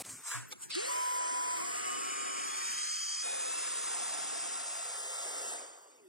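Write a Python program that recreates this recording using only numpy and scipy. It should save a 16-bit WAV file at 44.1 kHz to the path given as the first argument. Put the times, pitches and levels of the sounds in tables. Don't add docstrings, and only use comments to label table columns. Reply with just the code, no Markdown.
import sys
import numpy as np
from scipy import signal
from scipy.io import wavfile
from scipy.ndimage import uniform_filter1d

SR = 44100
rng = np.random.default_rng(int(sys.argv[2]) if len(sys.argv) > 2 else 0)


def dump(signal):
    limited = np.clip(np.atleast_2d(signal).T, -1, 1)
    pcm = np.round(limited * 32767).astype(np.int16)
    wavfile.write(sys.argv[1], SR, pcm)


def invert_db(x):
    u = np.asarray(x, float) / 20
    return 10 ** u


N = 268304
T = np.arange(N) / SR
HOP, SIZE = 256, 1024
HZ = np.fft.rfftfreq(SIZE, 1 / SR)
CUT_S, ON_S, OFF_S = 0.026, .72, 5.47


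def evened(x):
    return x / np.sqrt(np.mean(x ** 2) + 1e-20)


def curve(rows, t=T):
    s, *columns = np.transpose(rows)
    return np.array([np.interp(t, s, c) for c in columns])


def colour(rows, hz):
    f, *columns = np.transpose(rows)
    return np.array([np.interp(np.log(hz + 1), np.log(f), c) for c in columns])


def during(rows, fade_s=0.014):
    fade_in = T - rows[0][0]
    fade_out = rows[-1][0] + fade_s - T
    return np.clip(np.minimum(fade_in, fade_out) / fade_s, 0, 1)


def drift(hz):
    slow = signal.butter(2, hz, fs=SR, output="sos")
    return evened(signal.sosfilt(slow, rng.standard_normal(N)))


def blurred(x, over_time, over_hz, time_axis):
    x = uniform_filter1d(x, size=over_time, axis=time_axis)
    return evened(uniform_filter1d(x, size=over_hz, axis=1 - time_axis))


def noise(field_db, patchy_db, flicker_db):
    frames = N // HOP + 5
    a, b, patches = rng.standard_normal((3, frames, SIZE // 2 + 1))
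    patches = blurred(patches, 10, 12, time_axis=0)
    flicker = evened(uniform_filter1d(rng.standard_normal((frames, 1)), size=4, axis=0))
    gain = invert_db(field_db) * np.ones((frames, 1))
    gain = gain / np.sqrt((gain ** 2).sum(1, keepdims=True))
    z = (a + 1j * b) * gain * invert_db(patchy_db * patches + flicker_db * flicker)
    return evened(signal.istft(z.T, nperseg=SIZE, noverlap=SIZE - HOP)[1][:N])


# t/s, state (0 open, 1 choked, 2 cleared, 3 coasting)
PATH = [
    (.7, 0.21),
    (1, 0.1),
    (2.3, 0.18),
    (2.7, 0.44),
    (3.215, 1.15),
    (3.25, 2.01),
    (4.4, 1.943),
    (5.5, 1.95),
    (5.9, 2.96),
]


def shares(t):
    state = curve(PATH, t)[0][:, None]
    return np.clip(1 - abs(state - np.arange(4)), 0, 1)


# t/s, level/dB
FLOW = [(.72, -39), (.9, -37.5), (1.1, -38.5), (2.45, -38), (2.7, -36), (3.25, -36), (3.45, -36.5),
        (3.9, -35.5), (4.5, -38), (5, -40), (5.53, -39), (5.65, -48), (5.8, -56), (5.95, -63),
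        (6.08, -70.5)]
# f/Hz, level/dB when open, choked, cleared, coasting
AIR = [(90, -19.5, -13, -32, -2), (271, -3, -12.5, -3.5, 8), (656, -9.5, -18, -4, -4),
       (1160, -8.5, -8.5, -5, 0), (1990, -11.5, -2, -7.5, -14), (2980, -16, -7, -12, -10.5),
       (3700, -22, -10, -5.5, -15), (4850, -21.5, 15, -14.5, 2.5), (5400, -19, 4.5, -11.5, -15),
       (7960, -8, 9, 3.5, -1.5), (9580, -12, -4, -5.5, -25), (11000, -20, -37, -15.5, -76),
       (14400, -35, -10, -23.5, -57), (16200, -89, -51, -34, -45)]
# f/Hz, width/Hz, level/dB when open, choked, cleared, coasting
DUCT = [(2370, 300, 7, 0.5, 0, -15), (3167, 210, -0.5, 20, 0, -1), (4134, 630, -3, -7, -2.5, -23),
        (4994, 740, 5, -0.5, 8.5, -8), (6200, 500, 0, 2.5, -1.5, -4), (7560, 120, 8, 3.5, 3.5, -5)]
# t/s, level/dB, upper edge f/Hz
RUMBLE = [(.76, -18, 198), (.85, -39, 224), (1.05, -47, 280), (1.25, -48, 229), (1.35, -20, 199),
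          (1.54, -5, 270), (3.9, -2, 322), (4.3, 3.5, 570), (4.9, -7, 583), (5.05, -7, 402),
          (5.15, -44, 352), (5.3, -15, 306), (5.6, -12.5, 300), (5.85, -44, 297), (6, -8, 250)]
# f/Hz, width/Hz, level/dB
TUBE = [(501, 95, -2), (689, 75, -2), (792, 60, -14)]
# level/dB when open, choked, cleared, coasting
ROAR_DB = (-7, -43.5, -12.5, -10)


def air():
    rush_db = curve(FLOW)[0]
    frame_s = np.arange(N // HOP + 5) * HOP / SR
    duct_db = sum(np.outer(db, 1 / (1 + (2 * (HZ - f) / w) ** 4)) for f, w, *db in DUCT)
    rumble_db, edge_hz = curve(RUMBLE, frame_s)[..., None]
    rumble_db = rumble_db / (1 + (HZ / edge_hz) ** 10)
    rush_colour = shares(frame_s) @ (colour(AIR, HZ) + duct_db) + rumble_db
    rush = noise(rush_colour, patchy_db=0.5, flicker_db=0.35)

    gulp_s, gulp_length_s, gulp_db = 3.23, .27, 5.5
    gulp = 1. * (abs(T - gulp_s - gulp_length_s / 2) < gulp_length_s / 2)
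    roar_db = rush_db + shares(T) @ ROAR_DB + gulp_db * uniform_filter1d(gulp, size=2000)
    tube = sum(invert_db(db) / (1 + (2 * (HZ - f) / w) ** 2) for f, w, db in TUBE)
    roar = noise(20 * np.log10(tube), patchy_db=3.0, flicker_db=-0.5)
    return (invert_db(rush_db) * rush + invert_db(roar_db) * roar) * during(FLOW, .07)


def motor(rows, orders, levels_db, wobble, waver_db):
    turns = np.cumsum(curve(rows)[0] * (1 + wobble * drift(27.3))) / SR
    whine = np.zeros(N)
    for k, db in zip(orders, levels_db):
        line = np.sin(2 * np.pi * (k * turns + rng.random()))
        whine += invert_db(db + waver_db * drift(10.3)) * line
    return np.sqrt(2) * whine * during(rows)


# t/s, f/Hz
FAN = [(.745, 265), (.78, 370), (.815, 460), (.87, 545), (.95, 614), (1.1, 683), (1.45, 706), (1.75, 714),
       (1.9, 738), (2.41, 745), (2.5, 838), (2.6, 912), (2.79, 964), (2.92, 1075), (3.17, 1220),
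       (3.22, 1240), (3.42, 1234), (3.5, 1310), (3.6, 1343), (5.5, 1347), (5.7, 780), (6.085, 345)]
FAN_ORDERS = (1, 2, 4, 5, 6, 8)
# running level/dB, extra level/dB from starting torque, when choked, when cleared
FAN_LEVELS = [(-60, 11, -4, 2), (-67, 9, -2, 4), (-60, -4, 5, -1), (-69, 0, 14, -12), (-78, 14, 15, -5),
              (-80, 24, 0, 0)]
# t/s, first line level/dB, higher lines level/dB
LULL = [(1, 0, 0), (1.08, -9, -5), (1.15, -9, -12), (1.4, -9, -12), (1.46, 2, -12), (1.7, 1, -10),
        (1.78, -2, 0), (2.9, 0, 0), (2.97, 0, -9), (3.14, 0, -9), (3.19, 0, 0), (3.42, 0, 0), (3.46, 0, -6),
        (3.5, 0, 5), (3.58, 0, 6), (3.65, 0, 0)]
# f/Hz, width/Hz, level/dB
HOUSING = [(365, 90, 19), (2500, 90, 9), (1950, 120, 7), (4150, 200, 6), (870, 50, 10), (3300, 200, 2),
           (4700, 250, 6), (2960, 70, 6), (718, 20, 7)]


def fan():
    shaft_hz = curve(FAN)[0]
    torque = np.maximum(T - ON_S, 0) / .14
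    causes = np.column_stack([np.ones(N), torque * np.exp(1 - torque), shares(T)[:, 1:3]])
    coast_db = -17 * np.clip((T - OFF_S) / 0.096, 0, 1)
    lull_db = curve(LULL)
    levels_db = []
    for k, row in zip(FAN_ORDERS, FAN_LEVELS):
        housing_db = sum(db / (1 + ((k * shaft_hz - f) / width) ** 2) for f, width, db in HOUSING)
        levels_db.append(causes @ row + lull_db[int(k > 1)] + coast_db * k ** 0.41 + housing_db)
    return motor(FAN, FAN_ORDERS, levels_db, wobble=0.004, waver_db=2.2)


# t/s, f/Hz
BRUSH = [(1.05, 36), (1.2, 56), (1.3, 69), (1.47, 88), (1.57, 99), (1.65, 112), (1.75, 124), (1.82, 125.6),
         (1.9, 122.2), (5.4, 122)]
BRUSH_ORDERS = (2.28, 3.2, 6, 8, 9, 10, 11)
# heard from t/s, level/dB dragging yarn, level/dB once free
BRUSH_LEVELS = [(1.604, -54, -79.5), (1.57, -50.5, -72.5), (1.6, -54, -77.5), (1.9, -72, -89),
                (1.66, -43, -65), (1.6, -43, -62), (2, -51.5, -66)]
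# t/s, level/dB, speed wobble (fraction)
OVERSHOOT = [
    (1.6, 0, .004),
    (1.66, -2, .008),
    (1.72, -4, .012),
    (1.83, -6, .012),
    (1.87, 3, .003),
    (1.95, 0, .002),
]


def brush():
    rise_s, slip_s, free_s = 0.1, 2.47, 3.07
    faint_db, spin_up_db = -88, -50.5
    levels_db = []
    for s, drag_db, free_db in BRUSH_LEVELS:
        rows = [(s - rise_s, faint_db), (s, drag_db), (slip_s, drag_db - 6), (free_s, free_db)]
        levels_db.append(curve(rows)[0])
    spin_up = [(1.1, faint_db), (1.16, spin_up_db), (1.6, spin_up_db), (1.7, -99)]
    levels_db[5] = np.maximum(levels_db[5], curve(spin_up)[0])
    fade_db, wobble = curve(OVERSHOOT)
    return motor(BRUSH, BRUSH_ORDERS, levels_db + fade_db, wobble=wobble, waver_db=0.5)


def chopper():
    rows = [(.872, -53.5), (.886, -37.5), (1.2, -35.5), (1.599, -39), (1.7, -59.5)]
    tone = np.sin(2 * np.pi * 1001.7 * T)
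    return np.sqrt(2) * invert_db(curve(rows)[0] + drift(6)) * tone * during(rows)


# peak t/s, rubbing level/dB, scraping level/dB, rise t/s, fall t/s
STROKES = [
    (.062, -47, -55, .025, 0.21),
    (0.104, -43, -65, 0.069, 0.29),
    (.17, -48, -67, 0.2, .08),
    (.285, -36.5, -57, 0.1, 0.16),
    (0.316, -37, -37, .008, 0.2),
    (.355, -44, -36.5, 0.15, 0.09),
    (.524, -43, -52, 0.018, 0.03),
    (.56, -58, -62, .05, .15),
    (.635, -41.5, -76, 0.066, .07),
    (.71, -63, -71, 0.069, .03),
]


def strokes_db(peaks_db):
    s, rise, fall = np.transpose(STROKES)[[0, 3, 4], :, None]
    t = T - s
    change_db = 27 * np.maximum(t / fall, -t / rise)
    return np.maximum((peaks_db[:, None] - change_db).max(0), -63)


# f/Hz, level/dB
RUB = [(100.0, -40), (300.0, -24), (700.0, -15), (1500.0, -11.2), (2600.0, -16.4), (3600.0, -17.5),
       (4700.0, -15.3), (6000.0, -9.9), (8200.0, 0.0), (10500.0, -14.1), (15000.0, -26.2)]
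# f/Hz, level/dB
BODY = [(100, -40), (300, -22), (700, -8), (1200, -2), (1650, 0), (2100, -9), (2600, -9), (3600, -18),
        (6000, -20), (10500, -30), (15000, -42)]


def strokes():
    rub_db, scrape_db = map(strokes_db, np.transpose(STROKES)[1:3])
    rub = invert_db(rub_db) * noise(colour(RUB, HZ)[0], patchy_db=2.0, flicker_db=0.1)
    scrape = invert_db(scrape_db) * noise(colour(BODY, HZ)[0], patchy_db=2.0, flicker_db=-0.5)
    return (rub + scrape) * during([[CUT_S], [ON_S]])


def ring(s, hz, db, t60, rise_s):
    t = np.maximum(T - s, 0)
    return invert_db(db - 60 * t / t60) * (1 - np.exp(-t / rise_s)) * np.sin(2 * np.pi * hz * t)


# t/s, f/Hz, level/dB, 60 dB decay t/s, rise t/s
TABLE = [(.338, 122, -25, .26, .06), (.36, 290, -32, .1, .04), (.322, 480, -43, .08, .006),
         (.255, 1420, -43, .15, .03), (.313, 1650, -36, .06, .002), (.345, 720, -40, .12, .01),
         (.523, 500, -44, .06, .003), (.525, 860, -43, .04, .001), (.526, 1230, -43, .04, .001),
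         (.515, 2200, -46, .06, .003), (.725, 240, -50, .15, .015)]


def bump():
    return sum(ring(*row) for row in TABLE)


def snap(s, db, t60):
    t = T - s
    band = signal.butter(2, (1300, 9500), "band", fs=SR, output="sos")
    burst = signal.sosfilt(band, rng.standard_normal(N))
    drop = np.where(t > 0, t / t60, np.minimum(-t / 0.05, 5))
    return invert_db(db - 60 * drop) * burst


# t/s, peak level/dB
TICKS = [
    (.052, -43),
    (.316, -37),
    (1.572, -39),
    (.096, -43),
    (.516, -41),
    (.527, -35),
    (.704, -40),
    (.753, -30),
]


def ticks():
    return sum(snap(s, db, t60=0.035) for s, db in TICKS)


# f/Hz, level/dB
LATCH_COLOUR = [(100.0, -40), (300.0, -20), (700.0, -16.1), (1500.0, -19.2), (2600.0, -4.7), (3600.0, -5.2),
                (4700.0, 0.0), (6000.0, -20.2), (8200.0, -7.1), (10500.0, -35.5), (15000.0, -44.4)]


def latch():
    s, rise_s, hold_s, latch_db, fall_db_per_s = .696, .008, .052, -39, -280
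    held_s = s + rise_s + hold_s
    rows = [(s, latch_db - 21), (s + rise_s, latch_db), (held_s, latch_db),
            (held_s + 0.24, latch_db + 0.097 * fall_db_per_s)]
    rattle = noise(colour(LATCH_COLOUR, HZ)[0], patchy_db=0.0, flicker_db=-0.5)
    return invert_db(curve(rows)[0]) * rattle * during(rows)


# t/s, level/dB
MURMUR = [(.04, -58), (.2, -62), (.24, -66), (.32, -89), (.35, -65), (.45, -60), (.72, -62.5), (.8, -72)]


def murmur():
    dull_db = -40 * np.log10(1 + (HZ / 400) ** 2) - 20 * np.log10(1 + (150 / (HZ + 1)) ** 2)
    return invert_db(curve(MURMUR)[0]) * noise(dull_db, patchy_db=2, flicker_db=1) * during(MURMUR)


# f/Hz, level/dB
EARLIER = [(100.0, -8), (300.0, -6), (700.0, -4), (1500.0, -20), (2600.0, -14), (3600.0, -18),
           (4700.0, -13), (6000.0, -14.5), (8200.0, -6.5), (10500.0, -14), (15000.0, -20.0)]


def earlier():
    rush = noise(colour(EARLIER, HZ)[0], patchy_db=-1.5, flicker_db=0.5)
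    return invert_db(-40.5) * rush * np.clip((CUT_S - T) / 0.0051, 0, 1)


def floor():
    return invert_db(-65.5) * noise(colour(RUB, HZ)[0] * 0.2, patchy_db=9.0, flicker_db=1.5)


def scene():
    machine = air() + fan() + brush() + chopper()
    handling = strokes() + bump() + ticks() + latch() + murmur()
    mono = machine + handling + earlier() + floor()
    mono = signal.sosfilt(signal.butter(3, 94, "high", fs=SR, output="sos"), mono)
    return np.array([mono, mono])


# phase lag/rad, edge f/Hz at the bend, bend t/s, slide before/(Hz/s), slide after/(Hz/s)
BANDS = [(3.0, 1250, 2.7, 60, -390), (-1.36, 1600, 3.2, -280, 130), (-.87, 2300, 2.2, 200, -50),
         (2.85, 3100, 1.45, 700, -1300), (-.6, 3450, 1.45, 150, -800), (1.2, 3800, 4, 0, -800),
         (.2, 5250, 1.55, -400, -3500), (-1.45, 5750, 3.4, 0, -820), (3.142, 6950, 1.7, -300, -750),
         (.05, 7300, 2.2, 1000, -360), (2.33, 7620, 1.8, -250, -250), (-1.77, 8750, 1.8, 450, -1900),
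         (2.48, 8850, 2.3, 900, -520), (-1.17, 8800, 1.8, -400, -3000), (-2.45, 10250, 1.55, 2500, -400),
         (2.78, 10500, 1.3, -700, -1000), (.8, 10800, 4.5, -40, -900)]


def band_turns(hz, t):
    wander = blurred(rng.standard_normal((len(hz), len(t))), 14, 40, time_axis=1)
    seen_hz = hz[:, None] * (1 + .012 * wander) + 35 * wander
    lag, edge_hz, bend, before, after = np.transpose(BANDS)[..., None]
    edges = edge_hz + before * np.minimum(t - bend, 0) + after * np.maximum(t - bend, 0)
    edges = np.maximum.accumulate(edges)
    band = (seen_hz > edges[:, None]).sum(0)
    return np.append(lag, np.pi)[band], band == 0, seen_hz


# from t/s, until t/s, low f/Hz, high f/Hz, phase lag/rad
ISLANDS = [(0, .45, 900, 2000, .4), (.22, .72, 0, 900, 2.6), (.42, .51, 0, 250, 3.0),
           (.5, .55, 300, 1400, 1.5), (.72, 1.25, 5450, 5850, 2.25), (.72, 1.4, 5850, 6250, -1.54),
           (.72, .82, 6250, 7300, 2.33), (.82, 1.06, 6600, 7300, 2.33), (.5, .69, 5500, 6150, 3.142),
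           (1.2, 1.65, 2600, 2950, 3.142), (2.55, 2.78, 600, 900, 3.142), (2.85, 3.1, 12700, 13600, 1.2),
           (.86, 1.19, 11050, 15300, 0), (2.1, 3.3, 3800, 4150, 2.4), (2.45, 2.8, 11600, 12500, 0),
           (2.84, 3.07, 270, 950, 3.142), (2.75, 2.84, 620, 900, 3.142), (5.2, 6.1, 0, 500, -1.36),
           (3.07, 3.21, 0, 800, 3.142), (3.06, 3.22, 800, 1100, -1.36), (3.215, 3.34, 0, 800, 2.75),
           (3.22, 3.5, 800, 1250, 2.2), (2.5, 2.75, 130, 300, 2.75), (4.72, 5.75, 13700, 15100, 0),
           (5.1, 5.75, 13100, 13700, -.4), (4.89, 4.97, 2630, 2820, 3.142), (4.97, 5.18, 2220, 2950, 3.142),
           (5.18, 5.42, 2280, 2800, 3.142)]
# from t/s, until t/s, low f/Hz, high f/Hz, phase lag/rad
SMALL_ISLANDS = [(.85, 1.45, 0, 230, 3.142), (1.55, 2.25, 0, 300, 2.82), (2.25, 2.45, 0, 170, 3.142),
                 (2.75, 3.07, 0, 270, 2.75), (.72, .95, 230, 950, 2.9), (3.5, 3.8, 0, 150, 2.5),
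                 (3.45, 3.85, 700, 930, 2.95), (3.87, 4.3, 640, 850, -1.36), (4.4, 4.85, 400, 610, 2.9),
                 (1.57, 1.66, 1050, 1500, -.8), (2.55, 2.76, 2130, 2250, 3.142),
                 (3.85, 4.45, 0, 110, 3.142), (4.45, 5.3, 0, 150, 3.142), (5.42, 5.58, 2050, 2650, 3.142),
                 (5.58, 5.82, 2600, 2900, 3.142), (5.82, 5.95, 2480, 2680, 3.1),
                 (5.95, 6.1, 2250, 2520, 3.1)]


def right_turns(hz, t):
    turn, bass, seen_hz = band_turns(hz, t)
    turn[bass & (hz[:, None] > 940) & (t < 2.8)] = 2.5
    strips = rng.uniform(-1, 1, (len(hz) // 8 + 1, len(t) // 10 + 1, 2))
    strips = strips[np.arange(len(hz))[:, None] // 8, np.arange(len(t)) // 10]
    stray_turn = np.pi * strips[..., 0]
    chance = (strips[..., 1] + 1) / 2
    turn += bass * (.12 * strips[..., 1] - .02)
    gaps = blurred(rng.standard_normal(turn.shape), 7, 2, time_axis=1)
    turn[bass & (turn > 2.8) & (gaps > .6) & (t > 1)] = np.pi
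    scattered = chance < np.interp(t, [.03, .35], [0, 1])
    turn = np.where(t < ON_S, stray_turn * scattered, turn)
    flecks = chance < np.interp(t, [1.3, 1.4, 2.05, 2.2, 5.7, 5.8], [0, .6, .5, .004, .004, .5])
    turn = np.where(flecks & (hz[:, None] > 11000), stray_turn, turn)
    for start, end, low_hz, high_hz, lag in ISLANDS + SMALL_ISLANDS:
        inside_hz = (abs(seen_hz) >= low_hz) & (seen_hz < high_hz)
        turn[(t >= start) & (t < end) & inside_hz] = lag
    return turn + 0.25 * np.sin(turn) * rng.standard_normal(turn.shape)


def band_limit(x):
    return signal.sosfilt(signal.butter(12, 15770, fs=SR, output="sos"), x)


def record(dry):
    hz, t, z = signal.stft(dry[1], SR, nperseg=1024, noverlap=768)
    turn = right_turns(hz, t)
    turned = z * invert_db(.5 * abs(np.sin(turn))) * np.exp(-1j * turn)
    right = signal.istft(turned, SR, nperseg=1024, noverlap=768)[1][:N]
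    return band_limit(np.array([dry[0], right]))


dry = scene()
out = record(dry)
dump(out)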